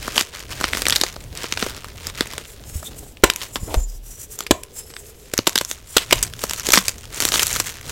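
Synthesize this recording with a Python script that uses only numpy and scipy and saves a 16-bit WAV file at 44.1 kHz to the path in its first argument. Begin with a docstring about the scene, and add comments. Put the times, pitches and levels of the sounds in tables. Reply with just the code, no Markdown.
"""Lumps of gym chalk crack and crumble in the fist right at the microphone, over a tub of powder in a room.
A crack is a snap, a noise burst and a ringing fragment; crumbs are random clicks over powder noise.
Whole pieces tear and flex as they break; rubbed faces hiss and sing; bumps are low decaying sines.
Hands rumble and rustle, tub and room ring on, faint air hums behind. Loud breaks clip at the microphone."""
import sys
import numpy as np
from scipy import signal
from scipy.fft import rfft, irfft, next_fast_len
from scipy.io import wavfile
from scipy.ndimage import uniform_filter1d, map_coordinates

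SR = 44100
rng = np.random.default_rng(int(sys.argv[2]) if len(sys.argv) > 2 else 0)


def unload_wav(signal):
    """Save mono or channel-first audio to the path in sys.argv[1] as 16-bit WAV at rate SR, clipped to [-1, 1]."""
    wavfile.write(
        sys.argv[1],
        SR,
        np.round(np.clip(np.atleast_2d(signal).T, -1, 1) * 32767).astype(np.int16),
    )


N = 348831

# Loud cracks of lumps. Each row: time in seconds, energy over 1 ms in dB, length in seconds before stretching,
# ring of the fragment in Hz, knock in dB and splinters in dB relative to the middle band.
CRACKS = [(.08, -12, 0.0005, 660, 11, -1), (.16, -15, .0012, 3200, -4, -5),
          (0.1657, -13.5, .0005, 7150, 4, 5), (0.1793, 2.5, 0.00085, 3070, -11.5, -9),
          (0.204, -13.5, .0038, 3450, -16, -3), (.2102, -7.5, .0006, 7060, -5.5, -5),
          (.611, -11, 0.0028, 1090, 8, 0), (0.6416, -4.5, 0.0017, 1440, -3.5, -19),
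          (0.7337, -8, 0.00051, 2040, -7, -11), (0.7502, -14.5, 0.00056, 1880, 0, -9),
          (.772, -12.5, .0004, 1450, -3, -2), (.82, -10, 0.00036, 7500, -8, -3),
          (0.855, -11, 0.00046, 2490, -11, -3), (0.8673, -5, 0.0005, 1900, -10, -12.5),
          (.884, -6.5, 0.00088, 8350, -1, 6), (.8981, -6.5, .0002, 5060, -18, -6),
          (0.9062, -8, .0004, 3360, -23, 9), (0.9245, -3.5, .0058, 3400, -16, -10),
          (.96, -4.5, .0025, 3970, -23, 7), (.964, -6, 0.00058, 5100, -23, -25),
          (1.0133, -3, 0.0015, 3960, -9, -1.5), (1.0364, -4.5, .0014, 6630, -1, -12),
          (1.0652, -20, .0004, 2220, -18, -6), (1.164, -21.5, .0008, 580, 5, -21),
          (1.442, -15, 0.00019, 2960, 6, -15), (1.524, -8.5, 0.0008, 6250, -10, -15),
          (1.574, -12.5, .0012, 1530, -8, -13), (1.626, -7, .0014, 1370, 2, -18),
          (1.6647, -13.5, 0.0013, 600, 8, -3), (1.8447, -21, 0.0022, 1160, -25, -6),
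          (2.0692, -14, 0.0014, 4940, -6, 6.5), (2.2082, -4.5, .0008, 3460, -3.5, -7),
          (2.3352, -21, 0.00069, 3450, 4, 2.5), (2.3805, -15.5, 0.00035, 8200, -3.5, -3),
          (2.829, -23.5, 0.0017, 735, 9, 2), (3.171, -31.5, .0005, 2600, -20, -13),
          (3.3002, -1, 0.0012, 3090, -20, -4), (3.3362, -23, .0005, 4360, -12, 9),
          (3.361, -14.5, .0005, 6300, -22, 4), (3.416, -18.5, 0.00098, 3180, -10, -6),
          (3.5579, -10, 0.0069, 3430, 2, -5), (3.7428, -8, 0.0017, 770, 4.5, -1.5),
          (4.3895, -17, 0.0012, 6730, 0, 12), (4.4061, -14.5, .0014, 3220, 3, 4),
          (4.466, -17.5, .0025, 2450, -22, -4), (4.635, -22, .0006, 10100, -12, 5),
          (4.9027, -32, .0008, 2200, -2, -18), (4.9385, -29.5, .001, 2900, -6, -17),
          (4.9657, -22, 0.00042, 3540, -14, -19), (5.337, -9, 0.0015, 430, -2.5, 2),
          (5.3785, -5, 0.00062, 6230, -23, 1.5), (5.3897, -5, .0007, 1350, 1.5, -12),
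          (5.47, -1, 0.0039, 3800, -2.5, -5), (5.4745, -1.5, .0009, 3780, 2.5, 6.5),
          (5.4944, -15, .0003, 6880, -7, 1), (5.5565, -3, 0.0014, 5060, -7, -4),
          (5.5782, -4.5, .0007, 3400, -25, 3), (5.5864, -8, .0006, 4320, -24, 6),
          (5.612, -9.5, 0.001, 567, -0.5, -2.5), (5.6491, -15.5, .0006, 6550, -19, 6),
          (5.7132, -12, 0.00019, 6600, -7.5, 0), (5.9817, -4.5, 0.0014, 3420, -19, -4),
          (6.1097, -8, .0011, 2270, -10, -4), (6.2283, -2.5, 0.0037, 8260, -29, 7.5),
          (6.236, -14.5, .0004, 6600, -15, -1), (6.3366, -22, 0.00088, 3480, -19, -1),
          (6.4382, -8, 0.0016, 624, 3.5, 3), (6.4963, -15, 0.00029, 7100, -21, 4),
          (6.5098, -13.5, 0.00051, 7400, -5, -4), (6.5347, -13, 0.00046, 7700, -13, -2),
          (6.5974, -15.5, 0.00044, 6600, -19, 0), (6.6683, -10, 0.003, 6770, -14, 1),
          (6.6884, -6.5, 0.0016, 395, -6, 2), (6.7045, -7.5, .0006, 3570, -4, 3),
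          (6.7209, -3, .0007, 7550, -21, 10), (6.757, -3, 0.0027, 4880, -5, 1),
          (6.7745, 1, 0.0013, 1980, -2, -21), (6.7791, -3, .0012, 5640, -24, -4),
          (6.8824, -4, 0.0013, 6380, -17, 1.5), (6.8925, -13.5, 0.0021, 7000, -9, 2),
          (7.2034, -7.5, 0.00025, 6240, -8.5, 2), (7.2225, -10, .0005, 3180, -6, 6),
          (7.2522, -2.5, 0.00096, 3980, -1.5, 8.5), (7.288, -9.5, .0011, 7500, -19, 0),
          (7.3201, -9, .003, 4000, -4.5, -4), (7.341, -6.5, 0.00041, 5940, -4, -15),
          (7.3575, -8, 0.00065, 3600, -6, -16), (7.395, -4, 0.0018, 3130, -16, -4),
          (7.4309, -4, 0.0019, 7500, -16, 4.5), (7.4684, -9, .0004, 10200, -8, 6),
          (7.5293, -11.5, .0004, 7100, -7, 14), (7.5619, -12, 0.00064, 1400, -5, 3),
          (7.6002, -5, 0.0022, 7650, -4.5, 2.5), (7.6715, -18.5, 0.00028, 7600, -17, -2)]
# Whole pieces breaking through. Each row: time in seconds, run of the fracture in seconds, tearing in dB,
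# flexing pitch in Hz, flexing in dB, jolt of the hands in dB.
BREAKS = [(3.2365, 0.0054, -0.5, 446, 16, -3), (4.5091, 0.0047, -7.5, 418, 10.5, -22),
          (5.9662, 0.0017, -8.5, 480, -6, -32), (5.9687, 0.0024, -2, 496, -0.5, -21),
          (6.1247, 0.00061, -13, 477, -9, -34), (6.1263, 0.0038, -4, 2860, 4, -35),
          (6.7342, 0.0059, -3.5, 2000, -27, -14)]
# Soft bumps of hands and chalk on the tub. Each row: time in seconds, peak in dB, pitch in Hz, T60 in seconds.
BUMPS = [(2.209, -13, 260, 0.013), (2.756, -15, 75, 0.12), (3.2434, -21, 45.5, 0.12),
         (3.631, -13, 109, 0.024), (3.762, -13.5, 37, 0.7), (3.771, -8, 63, 0.13), (3.961, -28, 38.5, 0.76),
         (4.514, -4.5, 480, 0.013), (4.519, -17, 72, 0.069), (5.389, -16.5, 106, 0.047),
         (6.139, -23.5, 117.5, 0.25), (6.16, -24, 45, 0.37), (6.436, -21, 127, 0.039),
         (6.775, -18, 191, 0.13)]
# Spectrum of crumbling and tearing chalk. 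Each row: frequency in Hz, density in dB.
CRUMB_COLOUR = [(400, -3), (750, -3.5), (1300, 0), (2200, 0), (3300, 0), (5500, -3.5), (7700, -0.5),
                (9200, -13.5), (12500, -9.5), (16000, -18)]
# Spectrum of the rubbing hiss. Each row: frequency in Hz, density in dB.
RUB_COLOUR = [(1500, -20), (4500, -16), (5500, -11), (7500, -1.5), (9200, -7), (11000, -5.5), (16000, -10)]
# Spectrum of the hand rumble. Each row: frequency in Hz, density in dB.
RUMBLE_COLOUR = [(20, -9.5), (36, 3), (65, 1), (120, -1.5), (200, -16), (400, -41)]
# Spectrum of the muffled rustle in the fist. Each row: frequency in Hz, density in dB.
RUSTLE_COLOUR = [(120, -8.5), (220, 0), (420, -1.5), (750, -7), (1300, -21.5), (2500, -22.5)]
# Spectrum of the room air. Each row: frequency in Hz, density in dB.
AIR_COLOUR = [(25, 6), (65, 7.5), (130, -15.5), (250, -16), (420, -10), (600, -16), (1000, -63),
              (3000, -17.5), (16000, -43)]
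# Spectrum of the diffuse room tail. Each row: frequency in Hz, density in dB.
ROOM_COLOUR = [(80, 2), (350, -12.5), (700, 1.5), (950, -14), (1500, 2.5), (3000, 4.5), (7500, 4),
               (16000, 4)]
# Modes of a rubbed slab. Each row: frequency in Hz, relative level in dB.
SLAB_MODES = [(5220, -10), (5900, -8), (6500, -4), (7200, -1), (7700, -2), (8200, -2), (8750, -7),
              (10200, -8), (11250, -8), (12650, -9), (14500, -10)]
# Strokes that make a piece sing or scuff. Each row: start in seconds, end in seconds, pitch in Hz,
# nominal width in Hz, RMS in dB.
STROKES = [(2.82, 2.904, 3590, 170, -41), (3.643, 3.832, 330, 247, -36), (3.676, 3.788, 620, 110, -33.5),
           (3.687, 3.779, 2000, 1400, -38), (3.736, 3.88, 7130, 170, -39.5), (4.376, 4.45, 7300, 160, -46),
           (4.746, 4.859, 5190, 100, -50), (4.752, 4.82, 7400, 400, -42), (4.848, 5.03, 8050, 200, -50.5),
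           (5.686, 5.74, 3600, 400, -44), (5.97, 6.05, 2930, 400, -38)]
# Level of the hollow hum. Each row: time in seconds, level in dB.
HUM = [(0, -55.5), (2.0, -59), (2.6, -53), (3.1, -81), (4.0, -65.5), (4.4, -50.5), (5.25, -51.5),
       (5.45, -69), (7.91, -56)]
# Ring of the tub. Each row: frequency in Hz, relative energy in dB, T60 in seconds.
TUB_MODES = [(321, -22.5, 0.27), (384, -25, 0.27), (958, -14.5, 0.38), (1070, -10, 0.29), (2800, -21, 0.14)]
# Squeezes of the fist. Each row: start of hold in seconds, end of hold in seconds, coarse crumbs in dB,
# fine powder in dB relative to them.
SQUEEZES = [(.0, 0.122, -36, -5.5), (0.168, 0.205, -29, -2), (.33, .4, -40, -6.5),
            (.51, 0.693, -35.5, -5.5), (0.748, 0.804, -32, -1), (0.865, 0.982, -32.5, -4),
            (0.999, 1.079, -36, -3), (1.16, 1.216, -49.5, -7), (1.379, 1.453, -33, -7),
            (1.5, 1.53, -37.5, -5.5), (1.574, 1.689, -33, -4), (1.72, 1.776, -39.5, -9),
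            (1.89, 1.919, -45, -10), (2.013, 2.086, -37, -5), (2.178, 2.223, -35.5, -6),
            (2.265, 2.445, -41, -6), (3.267, 3.275, -35, -5), (3.411, 3.444, -38, -4.5),
            (4.394, 4.422, -42, -9), (5.338, 5.4, -45, -1), (5.465, 5.541, -43, -2),
            (5.546, 5.62, -40.5, 1.5), (5.707, 5.705, -40, 4), (5.97, 6.025, -35.5, -11),
            (6.116, 6.184, -32.5, -2), (6.23, 6.27, -41.5, -2), (6.395, 6.6, -38.5, 1),
            (6.666, 6.704, -31.5, 1), (6.736, 6.776, -23.5, 0), (6.8, 6.89, -40, 2.5),
            (6.988, 7.009, -44.5, 2.5), (7.145, 7.197, -35.5, 0), (7.212, 7.3, -30, 3.5),
            (7.33, 7.42, -26.5, 2), (7.46, 7.61, -32, 2), (7.645, 7.698, -37.5, 3),
            (7.883, 7.91, -38.5, -1.5)]
# Loose crumbs between squeezes, least while the hands hold a solid slab. Each row: time in seconds, level in dB.
LOOSE_CRUMBS = [(0, -49.5), (2.4, -49), (2.9, -53), (3.2, -63), (3.5, -51.5), (3.95, -67.5), (4.3, -58.5),
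                (5.8, -52), (6.3, -50.5), (7.9, -42.5)]
# Dry skin sliding on a solid face. Each row: start of hold in seconds, end of hold in seconds, hiss in dB,
# singing in dB relative to the hiss.
RUBS = [(2.476, 2.537, -45.5, -7), (2.673, 2.724, -45, -1.5), (2.75, 2.798, -38, -2.5),
        (2.85, 2.878, -36.5, -2.5), (2.985, 2.991, -38, -7), (3.04, 3.117, -51.5, -1),
        (3.36, 3.49, -45.5, -8), (3.54, 3.57, -39, 0), (3.61, 3.68, -44.5, 2), (3.696, 3.833, -42, -2),
        (3.88, 3.969, -49.5, 1.5), (4.059, 4.159, -44, -0.5), (4.198, 4.239, -37.5, -4),
        (4.313, 4.349, -40.5, -1), (4.39, 4.425, -48, -4), (4.55, 4.615, -53, -5),
        (4.772, 4.803, -34, -0.5), (4.835, 4.91, -49.5, 1.5), (4.97, 5.01, -46, -1), (5.06, 5.097, -46, 0),
        (5.153, 5.29, -54, -2), (5.687, 5.726, -38.5, -3), (5.893, 6.04, -41, 0), (6.418, 6.58, -47, -6)]
# Shifts of the grip. Each row: start of hold in seconds, end of hold in seconds, rumble in dB, rustle in dB.
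GRIP_SHIFTS = [(0, .1, -40.5, -44), (0.534, 0.965, -38, -43), (1.19, 1.366, -38.5, -47),
               (1.5, 2.4, -40.5, -49), (2.618, 3.053, -40.5, -47.5), (3.66, 3.733, -34.5, -42),
               (6.16, 6.357, -35.5, -47), (6.5, 7.11, -42.5, -50.5), (7.275, 7.636, -36.5, -49),
               (7.887, 7.91, -34.5, -43)]

KNOCK_HZ, SPLINTER_HZ, CUTOFF_HZ = 1300, 5590, 16000  # lower and upper band splits, top of the sound
SQUEEZE_ATTACK_S, SQUEEZE_RELEASE_S = 0.025, 0.028  # time constants, as below
RUB_ATTACK_S, RUB_RELEASE_S = 0.017, 0.015
GRIP_ATTACK_S, GRIP_RELEASE_S = 0.11, 0.055
STILL_RUMBLE_DB, STILL_RUSTLE_DB = -48, -53
AIR_DB, ROOM_DB, TUB_DB = -52, -18.5, -8  # the tub is relative to the diffuse tail
ROOM_T60_S = 0.26
HUM_HZ, HUM_WIDTH_HZ = 424, 115  # width of each of two passes


def cracks(rows, snap_db=-3, ring_db=-5, free_ring=0.23, ring_cycles=16, stretch=1.44,
           debris_db=-22, debris_s=0.0067, top_db=-6, lead_in_db=-19, lead_in_s=0.00098, size=1400):
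    """A sharp snap and a burst of tiny ruptures; the fragment rings a few cycles and debris trails behind."""
    out, t = np.zeros(N), np.arange(size) / SR
    for s, db, length_s, hz, knock_db, splinter_db in rows:
        envelope = np.exp(-t / (stretch * length_s)) + from_db(debris_db) * np.exp(-t / debris_s)
        ruptures = rng.standard_normal(size) * from_db(6.4 * rng.standard_normal(size))
        burst = unit_energy(ruptures * envelope)
        burst[0] += from_db(snap_db) * np.sign(rng.standard_normal())
        knock = unit_energy(band(burst, 197, KNOCK_HZ, order=3))
        middle = unit_energy(band(burst, KNOCK_HZ, SPLINTER_HZ, order=3))
        top = from_db(top_db) * band(burst, 10300, 13540)
        splinters = unit_energy(band(burst, SPLINTER_HZ, 7830, order=3) + top)
        crack = unit_energy(from_db(knock_db) * knock + middle + from_db(splinter_db) * splinters)
        # small fragments ring for more cycles than big ones, which the hand damps
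        ring_t60_s = ring_cycles / np.sqrt(hz * KNOCK_HZ * 2)
        fragment = unit_energy(ring(t, hz, ring_t60_s))
        # a chip that flies free knocks little and rings all the more
        fragment_db = ring_db - free_ring * min(knock_db, 0)
        strength = from_db(db) * np.sqrt(SR / 1000)  # energy over 1 ms
        add(out, s, strength * unit_energy(crack + from_db(fragment_db) * fragment))
        # a very short, faint noise swell leads into each crack
        swell = np.exp(-t[::-1] / lead_in_s)
        lead_in = unit_energy(band(rng.standard_normal(size), 2700, 8000) * swell)
        add(out, s - size / SR, strength * from_db(lead_in_db) * lead_in)
    return out


def small_cracks(pressure, per_s=34, hard_db=-31, above_db=13, spread_db=2.5, length_s=0.00078,
                 knock_db=-9, splinter_db=0, count=400):
    """Lesser lumps give way at random, more often (up to a limit) and louder under pressure; rows as in CRACKS."""
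    rows, pitches_hz = [], np.geomspace(1500, 8000, num=100)
    uniform, normal = rng.random((count, 3)), rng.standard_normal((count, 4))
    for (when, chance, pitch), (loud, long, knock, splinter) in zip(uniform, normal):
        force = pressure[int(when * N)]
        rate_per_s = per_s * min(np.sqrt(force / from_db(hard_db)), 1)
        if chance < rate_per_s * N / SR / count:
            db = 20 * np.log10(force) + above_db + spread_db * loud
            rows.append((when * N / SR, db, length_s * np.exp(.5 * long), pitches_hz[int(pitch * 100)],
                         knock_db + 6 * knock, splinter_db + 5 * splinter))
    return rows


def breaks(flex_t60_s=0.012, tear_t60_s=0.015, jolt_hz=62, jolt_t60_s=0.04,
           body_db=-9, body_t60_s=0.03, size=8000):
    """A fracture tears through the piece; the freed halves flex and jolt the hands."""
    out, t = np.zeros(N), np.arange(size) / SR
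    for s, run_s, tear_db, flex_hz, flex_db, jolt_db in BREAKS:
        tear = noise(CRUMB_COLOUR, size=size) * fade(np.maximum(t - run_s, 0), tear_t60_s)
        body = rms_one(band(rng.standard_normal(size), 255, 1200)) * fade(t, body_t60_s)
        flex = ring(t, flex_hz, flex_t60_s) + from_db(body_db) * body
        jolt = ring(t, jolt_hz, jolt_t60_s)
        add(out, s, from_db(tear_db) * tear + from_db(flex_db) * flex + from_db(jolt_db) * jolt)
    return out


def crumbs(coarse, fine, sliding, per_s=2800, hard_db=-33, colour_db=4, clump_db=2.0):
    """Countless grains burst at random, each with its own size and colour, over a haze of powder."""
    # powder that slides hisses instead of bursting
    haze = .07 + .6 * sliding
    # a harder squeeze breaks more grains; a light one leaves separate ticks
    crowding = np.clip(coarse / from_db(hard_db), .2, 2)
    born = rng.random(N) < per_s * crowding / SR
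    sizes = from_db(5 * np.minimum(rng.exponential(1, N), 3.6))
    clicks = born * sizes / np.sqrt(crowding)
    clumps = from_db(clump_db * drift(90))
    powder = np.sqrt(haze) * rng.standard_normal((2, N))  # bands take turns with two noises
    edges_hz = np.geomspace(400, CUTOFF_HZ, num=15)
    low, high = np.zeros(N), np.zeros(N)
    for k, (low_hz, high_hz) in enumerate(zip(edges_hz, edges_hz[1:])):
        # each grain draws its own gain and sign in each band
        luck = rng.uniform(-0.97, 1, N)[born]
        strengths = np.zeros(N)
        strengths[born] = from_db(colour_db * 4 * np.abs(luck)) * np.sign(luck)
        grains = np.sqrt(1 - haze) * rms_one(clicks * strengths) + powder[k % 2]
        centre_hz = np.sqrt(low_hz * high_hz)
        gain = from_db(at_hz(CRUMB_COLOUR, centre_hz))
        part = gain * band(grains * clumps, low_hz, high_hz, order=3)
        if centre_hz < SPLINTER_HZ:
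            low += part
        else:
            high += part
    return coarse * rms_one(low) + fine * rms_one(high)


def rubbing(hiss_gain, sing_gain, width_hz=330, wander_db=4, judder_db=2.2, bend=.015):
    """Dry skin hisses along the chalk; its modes come and go and shift in pitch with the grip."""
    friction = rng.standard_normal(N)
    sing = np.zeros(N)
    for hz, db in SLAB_MODES:
        sing += from_db(db + wander_db * drift(7.2)) * double_resonance(friction, hz, width_hz)
    # reading at an uneven speed bends the pitch
    sing = map_coordinates(sing, [np.cumsum(1 + bend * drift(7.6))], order=5, mode="mirror")
    sing = sing / np.sqrt(uniform_filter1d(sing ** 2, size=2200))  # level over 50 ms
    judder = rms_one(from_db(judder_db * drift(120)))
    return (hiss_gain * noise(RUB_COLOUR) + sing_gain * sing) * judder


def strokes(judder_db=5.5):
    """Friction feeds one resonance of the piece for the length of a stroke."""
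    out = np.zeros(N)
    friction = rng.standard_normal(N) * from_db(judder_db * drift(80))
    for start_s, end_s, hz, width_hz, db in STROKES:
        push = friction[round(start_s * SR):round(end_s * SR)]
        tone = double_resonance(push, hz, 2 * width_hz)
        add(out, start_s, from_db(db) * rms_one(tone * signal.windows.tukey(len(push), .7)))
    return out


def bumps(size=16000):
    """The powder bed damps each bump to a low thud."""
    out, t = np.zeros(N), np.arange(size) / SR
    for s, db, hz, t60_s in BUMPS:
        add(out, s, -from_db(db) * ring(t, hz, t60_s))
    return out


def hands(pressure, muffled_db=-11, lumpy_db=3):
    """Moving hands rumble, and the chalk shifting or squeezed inside the fist is muffled."""
    rumble_rows = [(start, end, db) for start, end, db, _ in GRIP_SHIFTS]
    rustle_rows = [(start, end, db) for start, end, _, db in GRIP_SHIFTS]
    rumble = gestures(rumble_rows, GRIP_ATTACK_S, GRIP_RELEASE_S)
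    rustle = gestures(rustle_rows, GRIP_ATTACK_S, GRIP_RELEASE_S)
    rumble = np.hypot(rumble, from_db(STILL_RUMBLE_DB))
    rustle = np.hypot(np.hypot(rustle, from_db(STILL_RUSTLE_DB)), from_db(muffled_db) * pressure)
    lumpy = rms_one(noise(RUSTLE_COLOUR) * from_db(lumpy_db * drift(120)))
    return rumble * noise(RUMBLE_COLOUR) + rustle * lumpy


def close_up(x, dip_hz=760, dip_width_hz=190, dip=0.36, warm_hz=320, warm_width_hz=110, warm=0.14):
    """Microphone and a near reflection colour the chalk: a warm bump and a dip above it."""
    return x - dip * resonance(x, dip_hz, dip_width_hz) + warm * resonance(x, warm_hz, warm_width_hz)


def room(x, build_s=0.0022, treble_t60_s=0.16, tub_rough=1.1, size=20000):
    """A short diffuse tail that dies sooner in the treble, and the ring of the tub."""
    t = np.arange(size) / SR
    diffuse = noise(ROOM_COLOUR, size=size)
    bass = band(diffuse, 53, 2700, order=3) * fade(t, ROOM_T60_S)
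    treble = band(diffuse, 2200, CUTOFF_HZ, order=3) * fade(t, treble_t60_s)
    tail = bass + treble
    tub = np.zeros(size)
    for hz, db, t60_s in TUB_MODES:
        # the powder lying in the tub roughens its ring
        rough = 1 + tub_rough * rms_one(band(rng.standard_normal(size), 15, 70))
        tub += from_db(db) * unit_energy(ring(t, hz, t60_s) * rough)
    # the diffuse part is scooped above the strong tub modes
    tail = tail - .5 * resonance(tail, 1450, 700)
    response = unit_energy(tail * (1 - np.exp(-t / build_s))) + from_db(TUB_DB) * tub
    return signal.fftconvolve(x, response)[:N]


def background():
    """Faint room air as coloured noise, with a wavering hollow hum as resonant noise."""
    hum = rms_one(double_resonance(rng.standard_normal(N), HUM_HZ, HUM_WIDTH_HZ))
    return from_db(AIR_DB) * noise(AIR_COLOUR) + from_db(in_time(HUM)[0]) * hum


def gestures(rows, attack_s, release_s):
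    """Gain of hand movements (start, end, dB): each swells, holds and dies away; the strongest leads."""
    t = np.arange(0, N, 32) / SR
    each = []
    for start_s, end_s, db in rows:
        before, after = np.maximum(start_s - t, 0), np.maximum(t - end_s, 0)
        each.append(from_db(db) * np.exp(-before / attack_s - after / release_s))
    return np.interp(np.arange(N) / SR, t, np.max(each, axis=0))


def from_db(db):
    """Decibels to gain."""
    return 10 ** (np.asarray(db) / 20)


def rms_one(x):
    """Scale to RMS 1."""
    return x / np.sqrt(np.mean(x ** 2) + 1e-20)


def unit_energy(x):
    """Scale to a summed square of 1."""
    return x / np.sqrt(np.sum(x ** 2) + 1e-20)


def in_time(rows):
    """The columns of a curve, sample by sample."""
    s, *columns = np.transpose(rows)
    return [np.interp(np.arange(N) / SR, s, c) for c in columns]


def at_hz(points, hz):
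    """Read a spectrum on a log-frequency axis."""
    points = np.array(points)
    return np.interp(np.log(hz + 1e-3), np.log(points[:, 0]), points[:, 1])


def band(x, low_hz, high_hz, order=2):
    """Causal band-pass."""
    edges_hz = [low_hz, min(high_hz, .45 * SR)]
    return signal.sosfilt(signal.butter(order, edges_hz, "band", fs=SR, output="sos"), x + 1e-18)


def resonance(x, hz, width_hz):
    """One two-pole resonance with gain 1 on top."""
    r = np.exp(-np.pi * width_hz / SR)
    zeros = np.array([1, 0, -1]) * (1 - r * r) / 2
    poles = [1, -2 * r * np.cos(2 * np.pi * hz / SR), r * r]
    return signal.lfilter(zeros, poles, x)


def double_resonance(x, hz, width_hz):
    """The same resonance twice in a row, for steeper skirts."""
    return resonance(resonance(x, hz, width_hz), hz, width_hz)


def noise(colour, size=N):
    """Noise of a given colour, RMS 1."""
    padded = next_fast_len(size)
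    gain = from_db(at_hz(colour, np.fft.rfftfreq(padded, 1 / SR)))
    return rms_one(irfft(rfft(rng.standard_normal(padded)) * gain, padded)[:size])


def drift(rate_hz):
    """Random curve of RMS 1 with rate_hz straight segments a second."""
    knots = rng.standard_normal(N // 100)
    return rms_one(np.interp(np.arange(N) / SR * rate_hz, np.arange(len(knots)), knots))


def fade(t, t60_s):
    """Exponential decay by 60 dB in t60_s."""
    return np.exp(-np.log(1000) * t / t60_s)


def ring(t, hz, t60_s):
    """A struck mode: a decaying sine."""
    return np.sin(2 * np.pi * hz * t) * fade(t, t60_s)


def add(out, s, sound):
    """Mix a sound in at a time in seconds."""
    start = max(round(s * SR), 0)
    out[start:start + len(sound)] += sound[:max(N - start, 0)]


def scene(fine_gain_db=0.5, loose_fine_db=-4, rubbed_off_db=-15):
    """Squeezes crack and crumble the chalk, rubs hiss and shed a few crumbs, over the air of the room."""
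    coarse_rows = [(start, end, db) for start, end, db, _ in SQUEEZES]
    fine_rows = [(start, end, db + fine_db) for start, end, db, fine_db in SQUEEZES]
    pressure = gestures(coarse_rows, SQUEEZE_ATTACK_S, SQUEEZE_RELEASE_S)
    powder = gestures(fine_rows, SQUEEZE_ATTACK_S, SQUEEZE_RELEASE_S)
    hiss_rows = [(start, end, db) for start, end, db, _ in RUBS]
    sing_rows = [(start, end, db + sing_db) for start, end, db, sing_db in RUBS]
    hiss = gestures(hiss_rows, RUB_ATTACK_S, RUB_RELEASE_S)
    sing = gestures(sing_rows, RUB_ATTACK_S, RUB_RELEASE_S)
    rub = np.hypot(hiss, sing)
    loose = from_db(in_time(LOOSE_CRUMBS)[0])
    crushing = np.hypot(pressure, loose)
    coarse = np.hypot(crushing, from_db(rubbed_off_db) * rub)
    fine = np.hypot(from_db(fine_gain_db) * powder, from_db(loose_fine_db) * loose)
    crumble = crumbs(coarse, fine, sliding=rub ** 2 / (rub ** 2 + crushing ** 2))
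    friction = rubbing(hiss, sing) + strokes()
    fractures = cracks(CRACKS + small_cracks(crushing)) + breaks()
    chalk = close_up(fractures + crumble + friction)
    # bumps, hands and background bypass the room
    direct = bumps() + hands(pressure) + background()
    return (chalk + from_db(ROOM_DB) * room(chalk) + direct)[None, :]


def record(dry):
    """Loud breaks clip flat; a steep low-pass then cuts the top."""
    low_pass = signal.ellip(10, .1, 70, CUTOFF_HZ, fs=SR, output="sos")
    return signal.sosfilt(low_pass, np.clip(dry, -1, 1))


dry = scene()
out = record(dry)
unload_wav(out)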